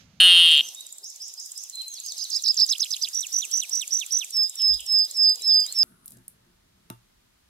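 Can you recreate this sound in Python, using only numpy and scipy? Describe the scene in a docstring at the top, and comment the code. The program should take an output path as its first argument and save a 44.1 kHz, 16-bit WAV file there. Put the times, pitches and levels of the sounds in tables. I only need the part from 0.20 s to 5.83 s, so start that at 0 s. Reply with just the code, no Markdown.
"""A large bird ends a harsh buzzing cry, snaps ringing its throat, so strong that its peaks are cut flat.
From about 0.3 s an insect ticks in rough falling chirps and far birds whistle, as fluttering echoed sines.
From 0.8 s a songbird on the right whistles rising, arching, hooked, trilled and piped syllables among
trees, each stroke a sine on a drawn pitch path. At 4.5 s a low wobble bumps mainly the right microphone,
and at 4.8 s a faint low tone sinks far away. Shaped noise hisses as the air throughout."""
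import sys
import numpy as np
from scipy import signal
from scipy.fft import rfft, irfft
from scipy.io import wavfile
from scipy.ndimage import uniform_filter1d

SR = 44100
rng = np.random.default_rng(int(sys.argv[2]) if len(sys.argv) > 2 else 0)


def generate_wav(signal):
    """Clip the signal to [-1, 1] and save it as 16-bit WAV at the path in sys.argv[1]."""
    frames = np.transpose(np.atleast_2d(signal))
    scaled = np.clip(frames, -1, 1) * 32767
    pcm = np.round(scaled).astype(np.int16)
    wavfile.write(sys.argv[1], SR, pcm)


N = 248371

# Slowing buzz of the cry: time_s, rate_snaps_per_s
CRY_RATE = [(0, 184.7), (.05, 183.2), (.1, 178.1), (.15, 174.4), (.2, 172.3), (.25, 169.1), (.3, 162.1),
            (.35, 150.2), (.412, 133.)]
# Throat and beak modes of the big bird: open_hz, closed_hz, width_hz (before THROAT_DAMPING)
THROAT_MODES = [(739, 590, 82), (1670, 1800, 194), (2928, 2904, 141), (3103, 3218, 247), (3640, 3497, 170),
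                (4223, 4090, 190), (4810, 13000, 500)]
# Relative strength of those modes, ahead of the beak filter: open_db, closed_db
THROAT_LEVELS = [(10, 13.5), (9, -20.5), (1, -4), (3, 9.5), (-5, -6), (-4.5, -20), (-48, -26.5)]
EFFORT_DB, TIRE_DB = -3, -6  # effort at the start, its slow loss
LAST_DB, LAST_S = -1.5, 0.06  # extra drop in the last moment
SHUT_START, SHUT_END, SHUT_S = 0.11, 0.62, 0.25  # the beak closes (0-1) over SHUT_S
THROAT_DAMPING, SNAP_RISE_S, BREATH_DB = 0.76, 0.00027, -33

# Syllable shapes, one list a whistled stroke: from_start_s, pitch_hz, relative_level_db
RISE_SHAPE = [
    [(0, 5120, -13), (.012, 5205, -1), (.035, 6180, -4.5), (.055, 7000, -8.5), (.075, 7610, -12.5)],
]
ARCH_SHAPE = [
    [(0.0, 6760, -20), (0.007, 5910, -7.5), (0.013, 4860, -11.5), (0.018, 3830, -17)],
    [(0.017, 4870, -9), (0.023, 5220, -4), (0.03, 5670, -10)],
    [(0.026, 3740, -16), (0.034, 4805, -4.5), (0.042, 5230, -0.5), (0.05, 5550, -8.5)],
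    [(0.044, 3620, -18.5), (0.053, 4640, -3), (0.06, 5125, -1), (0.069, 5205, -1), (0.079, 5060, -4),
     (0.089, 4420, -18)],
]
HOOK_SHAPE = [
    [(0.0, 3120, -27), (0.004, 5530, -11), (0.0065, 6230, -10.5), (0.009, 6370, -4)],
    [(0.007, 3540, -17), (0.011, 5640, -5.5), (0.014, 6200, -7), (0.017, 6300, -8)],
    [(0.019, 5120, -7.5), (0.024, 5074, -4), (0.03, 5300, -5.5), (0.033, 4690, -4.5), (0.036, 3270, -13),
     (0.039, 3790, -10.5), (0.0415, 4330, -12), (0.047, 2700, -13.5)],
    [(0.054, 2285, -32), (0.061, 2930, -20.5), (0.066, 3440, -25), (0.07, 2320, -21)],
]
# When each shape is sung: start_s, level_db (added to the shape), time_stretch, pitch_factor
RISE_TIMES = [(.829, -34.5, 0.85, 0.97), (.997, -33, 1.0, 0.96), (1.171, -32.5, 0.95, 0.96),
              (1.351, -33, 1.02, 0.97)]
ARCH_TIMES = [(1.964, -25.5, 0.91, 0.98), (2.099, -19, 0.99, 1), (2.234, -13.5, 1.0, 0.995),
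              (2.366, -11.5, .97, 1.008)]
HOOK_TIMES = [(2.488, -10.5, 1.1, 1.015), (2.594, -12.5, 1.1, 1.002), (2.705, -15.5, 1.0, 0.992),
              (2.812, -15, 1.056, 0.97)]
TRILL_TIMES = [(2.927, -18.5, 0.97, 0.99), (3.116, -16, 1.0, 1.0), (3.312, -15.5, 1.0, 1.0),
               (3.506, -16, 1.0, 0.99), (3.703, -15.5, 1.0, 1.0), (3.903, -14.5, 1.0, 1.0)]
# Strokes of the trill, a lead-in, a repeated flick, a closing fall: from_start_s, pitch_hz, relative_level_db
TRILL_LEAD_IN = [(0.0, 3860, -42), (0.005, 5040, -15), (0.01, 5900, -14), (0.017, 5460, -13)]
TRILL_FLICK = [(0, 4910, -15), (.004, 5740, -6), (.008, 6060, -2.5), (.014, 5870, 1.5), (.023, 5470, -6.5)]
TRILL_CLOSE = [(.101, 4400, -22), (.106, 3880, -16), (.116, 3400, -12), (.129, 2700, -18),
               (.142, 2220, -29)]
# One value a flick, added to its shape: level_db
FLICK_LEVELS = [-2.5, -2.2, -3, -7]
FLICK_FIRST_S, FLICK_EVERY_S, FLICK_STEP_HZ = .016, .020, 56.9
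# Long piped notes: start_s, length_s, loudest_after_s, crest_level_db, base_pitch_hz, drop_lands_after_s
PIPE_NOTES = [(4.12, 0.17, 0.094, -16.5, 5228, 0.07), (4.364, 0.22, 0.13, -15, 5258, 0.052),
              (4.656, 0.22, 0.13, -14.5, 5218, 0.041), (4.936, 0.22, 0.14, -13, 5174, .05),
              (5.219, 0.25, 0.13, -13, 5161, 0.046), (5.541, 0.6, 0.1, -13, 5150, 0.079)]
PIPE_DROP_HZ, PIPE_BEND, PIPE_SAG_HZ_PER_S = 471.3, 1.5, 1254
PIPE_KINK_HZ, PIPE_KINK_S, PIPE_WAVER_HZ = 30, 0.011, 14  # small rebound where the drop lands; slow waver
PIPE_START_DB, PIPE_END_DB, PIPE_RISE_POWER, PIPE_FALL_POWER = -28.5, -23.5, 3.22, 2.4
# Faint first arch syllable, and a faint downstroke leading into the first hook:
# start_s, length_s, start_pitch_hz, middle_pitch_hz, end_pitch_hz, middle_level_db
FAINT_STROKES = [(1.846, 0.013, 4570, 5030, 5560, -37), (1.859, .017, 4360, 5070, 5760, -34),
                 (1.876, 0.024, 4330, 4930, 5100, -34), (2.472, 0.022, 7000, 5930, 5200, -31.5)]
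GLIDE_EDGE_DB = -4
# The songbird turns its head: time_s, left_minus_right_db
SONG_PAN_PATH = [(.8, -1), (1.799, -12), (2.349, -7), (2.7, -8.5), (3.97, -9.5), (4.14, -6.5), (5.6, -6)]

# The insect's evenly spaced runs, slowing a little overall: first_s, last_s, ticks
TICK_RUNS = [(.3165, .3765, 2), (.489, .6084, 3), (.666, 1.5573, 16), (1.621, 2.7662, 20),
             (2.8265, 3.374, 10), (3.4348, 4.1696, 13), (4.2354, 5.5884, 23)]
# Strength of the ticks over time: time_s, level_db
TICK_LEVELS = [(.3, -25), (.7, -29), (1.1, -31), (1.3, -23.5), (1.6, -27.5), (1.9, -24), (3.5, -22),
               (4.3, -23), (5.0, -24), (5.6, -21.5)]
TICK_HZ, TICK_SPREAD_HZ, TICK_SPREAD_DB, TICK_JITTER_S = 7287, 300, 0.53, 0.00071

# Single far whistles: start_s, length_s, start_pitch_hz, middle_pitch_hz, end_pitch_hz, middle_level_db
FAR_WHISTLES = [(0.316, .025, 6350, 5850, 5500, -51), (0.429, .065, 5760, 6300, 5000, -38),
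                (0.68, 0.09, 7400, 7000, 8200, -48.5), (2.32, .11, 7500, 7240, 7140, -45),
                (2.335, 0.044, 2510, 2800, 3300, -61), (3.204, 0.061, 6700, 6800, 5700, -39),
                (4.33, 0.021, 3360, 3800, 3000, -51), (4.53, 0.017, 3100, 3700, 4100, -37.5),
                (4.88, 0.039, 3520, 4100, 4400, -45.5), (5.032, 0.024, 4500, 4350, 3800, -38.5),
                (5.075, .035, 3540, 3960, 4500, -41.5), (5.207, 0.059, 3900, 4000, 4400, -41),
                (5.278, .055, 4300, 3600, 3330, -43.5), (5.438, 0.022, 3080, 3200, 3120, -47),
                (5.469, .06, 3600, 4180, 4400, -38.5)]
# Two held far notes that swell and die away, one list a note: time_s, pitch_hz, level_db
HELD_NOTES = [
    [(.55, 3456, -48), (.565, 3715, -45), (.61, 3840, -41), (.635, 3817, -53), (.73, 3785, -62)],
    [(1.525, 4180, -49), (1.54, 4115, -38.5), (1.575, 4064, -39), (1.61, 4090, -30.5), (1.675, 4114, -56),
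     (1.74, 4105, -53)],
]
# Shapes of the repeated far calls: from_start_s, pitch_hz, relative_level_db
SWOOP_SHAPE = [
    [(0, 6400, -5), (.025, 6470, -4.5), (.048, 6120, 0), (.07, 4800, -1.5), (.095, 3596, -2)],
]
FALL_SHAPE = [
    [(0, 3550, 6.5), (.016, 3250, -3.5), (.024, 2946, -11), (.042, 2440, -10)],
]
BUZZ_SHAPE = [
    [(0, 4240, -1), (.0115, 3066, -8.5), (.045, 2970, -16.5)],
]
# When the far calls sound: start_s, level_db (added to the shape), time_stretch, pitch_factor
SWOOP_TIMES = [(1.679, -38.5, 1.2, 1.015), (1.835, -34, 0.96, 1.01), (1.986, -34, .8, .99),
               (2.115, -34.5, 0.91, 1.03)]
FALL_TIMES = [(1.44, -57, .97, 1.01), (1.601, -51.5, 1.05, 0.95), (1.761, -50.5, 0.82, .99)]
BUZZ_TIMES = [(4.385, -35, 0.99, 1.02), (4.585, -32.5, 1.035, 1.01)]

# Dull knock on the right microphone: time_s, pitch_hz, level_db
BUMP_PATH = [(4.483, 117, -57), (4.51, 65, -39), (4.53, 56.5, -40.5), (4.565, 55.4, -41.5), (4.59, 51, -59),
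             (4.63, 55, -56), (4.72, 48.7, -90)]
# Faint far tone, sinking: time_s, pitch_hz, level_db
DRONE_PATH = [(4.8, 568, -74), (4.9, 545, -81), (5.05, 522, -78), (5.2, 477, -78.5), (5.4, 423, -86)]
# Tone colour of the air: frequency_hz, relative_level_db
AIR_COLOUR = [(24, -71), (40, -31), (87, -42), (678, -28), (1470, -29.5), (2970, -14), (3720, -5.5),
              (4320, -7.5), (5150, -5.5), (5840, -6.5), (7500, -7), (9400, -11), (13300, -8.5),
              (15900, -30.5)]
# Drift of the air, added to its colour: time_s, hiss_gain_db, low_rush_gain_db
AIR_DRIFT = [(0, -54.5, -105), (.36, -53, -40), (.8, -67.5, -52), (1.7, -63, -51.5), (2.5, -55.5, -50),
             (3.9, -57, -48.5), (4.299, -60.5, -48.5), (5.2, -59, -47.5), (5.63, -57, -47.5)]
# Stereo likeness of the air: frequency_hz, left_right_likeness (-1 to 1)
AIR_LIKENESS = [(60, 0.19), (180, 0.7), (550, 0.36), (1650, 0.046), (4970, 0.19), (15000, -0.06)]
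# Stereo balance of the air: frequency_hz, left_minus_right_db
AIR_LEAN = [(60, 1), (240, -6), (950, -1), (3770, -4), (15000, 2.5)]

CLIP, EDGE_HZ = 0.48, 15780  # peak ceiling (amplitude), upper band limit


def throat_ring(age, shut):
    """Damped sines of the throat modes, age seconds after a snap, with the beak shut from 0 to 1."""
    ring = 0
    for (open_hz, closed_hz, width), (open_db, closed_db) in zip(THROAT_MODES, THROAT_LEVELS):
        hz = open_hz + shut * (closed_hz - open_hz)
        level = gain_of(open_db + shut * (closed_db - open_db))
        sign = np.sign(open_hz - 2400)  # the two low modes swing against the cluster above them
        decay = np.exp(-np.pi * width * THROAT_DAMPING * age)
        ring = ring + sign * level * decay * np.sin(2 * np.pi * hz * age)
    return ring


def cry():
    """Each snap of the voice membranes rings the throat modes, which drift as the beak closes."""
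    end = CRY_RATE[-1][0]
    t = np.arange(round(end * SR)) / SR
    last_moment = np.clip(1 - (end - t) / LAST_S, 0, 1)
    effort_db = EFFORT_DB + TIRE_DB * t / end + LAST_DB * last_moment

    turns = np.cumsum(np.interp(t, *np.transpose(CRY_RATE))) / SR - .47
    snaps = np.interp(np.arange(int(turns[-1]) + 1), turns, t)
    earlier = snaps[0] - np.array([2, 1]) / CRY_RATE[0][1]  # two snaps lead into the opening
    snaps = np.append(earlier, snaps)

    voice = np.zeros(N)
    for at, (uneven, late) in zip(snaps, rng.standard_normal((len(snaps), 2))):
        first = max(int(at * SR), 0)
        shut = np.interp(at, [0, SHUT_S], [SHUT_START, SHUT_END])
        jitter_s = 5e-5 * shut ** 4 * late  # time and strength grow less even as the beak closes
        age = np.maximum((first + np.arange(SR // 40)) / SR - at - jitter_s, 0)
        level_db = np.interp(at, t, effort_db) + (0.8 + 1.2 * shut ** 4) * uneven
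        onset = 1 - np.exp(-age / SNAP_RISE_S)
        add(voice, first / SR, gain_of(level_db) * onset * throat_ring(age, shut))

    beak = signal.butter(3, [2550, 4600], "band", fs=SR, output="sos")
    voice = signal.sosfilt(beak, voice)  # the beak radiates the middle band best
    breath_band = signal.butter(1, [500, 5000], "band", fs=SR)
    breath = signal.lfilter(*breath_band, rng.standard_normal(len(t)))
    add(voice, 0, breath * gain_of(effort_db + BREATH_DB))
    return voice + gain_of(-24.5) * trees(voice, 1.1, .003, end_s=.135, same=1.0)


def song():
    """The songbird sings its rising notes turned away, so with more echo, and the rest toward the microphones."""
    away = sung(RISE_SHAPE, RISE_TIMES)
    toward = sung(ARCH_SHAPE, ARCH_TIMES, fade_s=.002)
    toward += sung(HOOK_SHAPE, HOOK_TIMES, fade_s=.002)
    toward += sung(trill(), TRILL_TIMES, fade_s=.002)
    for note in [pipe(*row) for row in PIPE_NOTES] + [glide(*row) for row in FAINT_STROKES]:
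        add(toward, *whistle(note, flutter_db=.5, fade_s=.005))
    echo = gain_of([[-24], [-21]]) * trees(toward + gain_of(21) * away, 0.47, .004)
    pan_db = np.interp(np.arange(N) / SR, *np.transpose(SONG_PAN_PATH))
    return placed(toward + gain_of(-3.5) * away, pan_db, 1.23) + echo


def trill():
    """The strokes of one trill: each flick starts a step later and higher."""
    flicks = []
    for k, db in enumerate(FLICK_LEVELS):
        step = [FLICK_FIRST_S + k * FLICK_EVERY_S, k * FLICK_STEP_HZ, db]
        flicks.append(np.array(TRILL_FLICK) + step)
    return [TRILL_LEAD_IN, *flicks, TRILL_CLOSE]


def pipe(start, length, loudest, db, hz, settle):
    """A piped note drops toward its pitch, rebounds a little and sags, swelling to one crest."""
    age = np.linspace(0, length, num=40)
    rise = np.maximum(1 - age / loudest, 0)
    fall = np.maximum((age - loudest) / (length - loudest), 0)
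    level_db = db + PIPE_START_DB * rise ** PIPE_RISE_POWER + PIPE_END_DB * fall ** PIPE_FALL_POWER
    drop = PIPE_DROP_HZ * np.maximum(1 - age / settle, 0) ** PIPE_BEND
    kink = PIPE_KINK_HZ * np.exp(-((age - settle) / PIPE_KINK_S) ** 2)
    waver = PIPE_WAVER_HZ * evened(uniform_filter1d(rng.standard_normal(len(age)), size=5))
    pitch = hz + drop - kink + waver - PIPE_SAG_HZ_PER_S * age
    return np.transpose([start + age, pitch, level_db])


def insect():
    """Ticks: a rough falling chirp in a wide spit of noise, over a faint rasp."""
    out, t = np.zeros(N), np.arange(-2600, 200) / SR
    rows = ticks()
    stop = 1 / (1 + np.exp((t - .0025) / .0005))
    for (s, db, hz), noise in zip(rows, rng.standard_normal((len(rows), 3, len(t)))):
        rough_phase = 0.14 * evened(uniform_filter1d(noise[0], 30))
        rough_level = 1 + .5 * evened(uniform_filter1d(noise[0], 12))
        chirp = np.sin(2 * np.pi * hz * (t - 40 * t ** 2) + rough_phase)
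        tick = chirp * np.exp(-(t / 0.0017) ** 2) * rough_level
        spit = gain_of(-11) * np.exp(np.minimum(t, 0) / .005) * noise[1]
        rasp_noise = mode(noise[2], 7800, 2200) + gain_of(-4) * noise[2]
        rasp = gain_of(-22.5) * np.exp(t / 0.12) * rasp_noise
        add(out, s + t[0], gain_of(db) * (tick + (spit + rasp) * stop))
    out = signal.sosfilt(signal.butter(3, 5800, "high", fs=SR, output="sos"), out)
    return placed(out, -4.5, 4.42) + gain_of(-11) * trees(out, 0.051, .002)


def ticks():
    """Rows time_s, level_db, pitch_hz: even runs, each tick a little off in time, strength and pitch."""
    s = np.concatenate([np.linspace(*run) for run in TICK_RUNS])
    late, loud, sharp = rng.standard_normal((len(s), 3)).T
    level_db = np.interp(s, *np.transpose(TICK_LEVELS)) + TICK_SPREAD_DB * loud
    return np.transpose([s + TICK_JITTER_S * late, level_db, TICK_HZ + TICK_SPREAD_HZ * sharp])


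def far_birds():
    """Distant whistled sines, mostly with more flutter than the near song, in a strong wash of echo."""
    birds = sung(SWOOP_SHAPE, SWOOP_TIMES, 3.1, fade_s=0.0025)
    birds += sung(FALL_SHAPE, FALL_TIMES, 1.4, fade_s=0.0055)
    birds += sung(BUZZ_SHAPE, BUZZ_TIMES, 3.0, fade_s=0.0062, warble=0.11)
    for note in [glide(*row) for row in FAR_WHISTLES] + HELD_NOTES:
        add(birds, *whistle(note, flutter_db=2.0, fade_s=0.0029))
    return placed(birds, -5, .9) + gain_of(-5) * trees(birds, .6, .005)


def bump():
    """A dull knock wobbles the right microphone as a low sine, with a weak copy on the left."""
    out = np.zeros(N)
    add(out, *whistle(BUMP_PATH, flutter_db=1.2))
    return out * gain_of([[-19], [0]])


def drone():
    """The far tone's direct sound reaches both microphones alike, wavering strongly in level."""
    out = np.zeros(N)
    add(out, *whistle(DRONE_PATH, flutter_db=9.0, fade_s=0.044))
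    return out + trees(out, 0.29, 0.0056)


def air():
    """Hiss of leaves and far insects over a low rush: noise shaped by spectral frames, in drifting patches."""
    frames, hz = N // 128 + 5, np.fft.rfftfreq(512, 1 / SR)
    a, b, c, d, patches = rng.standard_normal((frames, 257, 5)).T
    patches = evened(uniform_filter1d(uniform_filter1d(patches, 8, 0), 16, 1))
    s, hiss_db, rush_db = np.transpose(AIR_DRIFT)
    t = np.arange(frames) * 128 / SR
    low = 1 / (1 + (hz[:, None] / 1800) ** 4)  # crossover from rush to hiss
    drift_db = low * np.interp(t, s, rush_db) + (1 - low) * np.interp(t, s, hiss_db)

    same = np.clip(read(AIR_LIKENESS, hz), -1, 1)[:, None]
    left = a + 1j * b
    right = same * left + np.sqrt(1 - same ** 2) * (c + 1j * d)
    lean = gain_of(read(AIR_LEAN, hz) / 2)[:, None]
    spectrum = np.array([left * lean, right / lean])
    spectrum *= gain_of(read(AIR_COLOUR, hz)[:, None] + drift_db + 3.2 * patches)
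    return signal.istft(spectrum, nperseg=512, noverlap=384)[1][:, :N]


def sung(shape, times, flutter_db=2.0, **style):
    """Repeats a syllable shape, a little stretched and shifted each time."""
    bird = np.zeros(N)
    for s, level_db, stretch, pitch in times:
        for stroke in shape:
            rows = np.array(stroke) * [stretch, pitch, 1] + [s, 0, level_db]
            add(bird, *whistle(rows, flutter_db, **style))
    return bird


def glide(start, length, hz0, hz_mid, hz1, db):
    """A pitch path bent through three pitches, loudest in its middle."""
    u = np.linspace(-1, 1, num=13)
    hz = hz_mid + (hz1 - hz0) / 2 * u + ((hz0 + hz1) / 2 - hz_mid) * u ** 2
    return np.transpose([start + length * (u + 1) / 2, hz, db + GLIDE_EDGE_DB * u ** 2])


def whistle(rows, flutter_db, fade_s=0.00027, warble=0.):
    """One sine on a smoothed pitch path and a fluttering level path; warble adds a 190 Hz pitch buzz."""
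    s, hz, db = np.transpose(sorted(map(tuple, rows)))
    t = np.arange(s[0], s[-1], 1 / SR)
    hz = uniform_filter1d(np.interp(t, s, hz), 60, mode="nearest")
    warble_in = np.clip((t - s[0]) / 0.013, 0, 1)
    hz *= 1 + warble * warble_in * signal.sawtooth(2 * np.pi * 190 * t, .2)
    flutter = evened(uniform_filter1d(uniform_filter1d(rng.standard_normal(len(t)), 150), 40))
    edge = np.sin(np.pi / 2 * np.clip(np.minimum(t - s[0], s[-1] - t) / fade_s, 0, 1)) ** 2
    tone = np.sin(2 * np.pi * (np.cumsum(hz) / SR + rng.random()))
    return s[0], np.sqrt(2) * tone * edge * gain_of(np.interp(t, s, db) + flutter_db * flutter)


def trees(x, t60, start_s, end_s=.5, same=0.):
    """Scattered echoes from trunks and leaves up to the edge of the stand; same sets their stereo likeness."""
    t = np.arange(SR // 2) / SR
    taps = rng.standard_normal((3, len(t))) * (rng.random((3, len(t))) < .05)
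    taps = same * taps[2] + np.sqrt(1 - min(same, 1) ** 2) * taps[:2]
    taps *= gain_of(-60 * t / t60) * (t > start_s) * np.clip((end_s - t) / 0.0098, 0, 1)
    return signal.fftconvolve(x[None], taps / np.linalg.norm(taps[0]), axes=1)[:, :N]


def placed(x, left_db, lead):
    """A source between the microphones: weaker on the left, and there earlier by lead samples."""
    shift = np.exp(2j * np.pi * np.fft.rfftfreq(N) * lead)
    return np.array([gain_of(left_db) * irfft(rfft(x) * shift, N), x])


def mode(x, hz, width):
    """A ringing resonance of about unit gain at its centre."""
    pole = np.exp((2j * np.pi * hz - np.pi * width) / SR)
    return 2 * signal.lfilter([1 - abs(pole)], [1, -pole], x).real


def gain_of(db):
    """Decibels to gain."""
    return 10 ** (np.asarray(db) / 20)


def evened(x):
    """Scales to rms 1."""
    return x / np.sqrt(np.mean(x ** 2) + 1e-20)


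def read(points, hz):
    """Reads a spectrum on a log-frequency axis."""
    f, value = np.transpose(points)
    return np.interp(np.log(hz + 1), np.log(f + 1), value)


def add(mix, s, sound):
    """Mixes a sound in at s seconds."""
    part = mix[max(round(s * SR), 0):][:len(sound)]
    part += sound[:len(part)]


def scene():
    """All sources at the two microphones; the wind shield thins the bass of what comes through the air."""
    heard = cry() + song() + insect() + far_birds() + drone() + air()
    return signal.sosfilt(signal.butter(3, 130, "high", fs=SR, output="sos"), heard) + bump()


def record(dry):
    """Peaks above CLIP are cut flat, mainly the cry's, which adds odd harmonics; then the band limit."""
    clipped = np.clip(dry, -CLIP, CLIP)
    band_limit = signal.firwin(511, EDGE_HZ, window=("kaiser", 9), fs=SR)
    return signal.oaconvolve(clipped, band_limit[None], "same")


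dry = scene()
out = record(dry)
generate_wav(out)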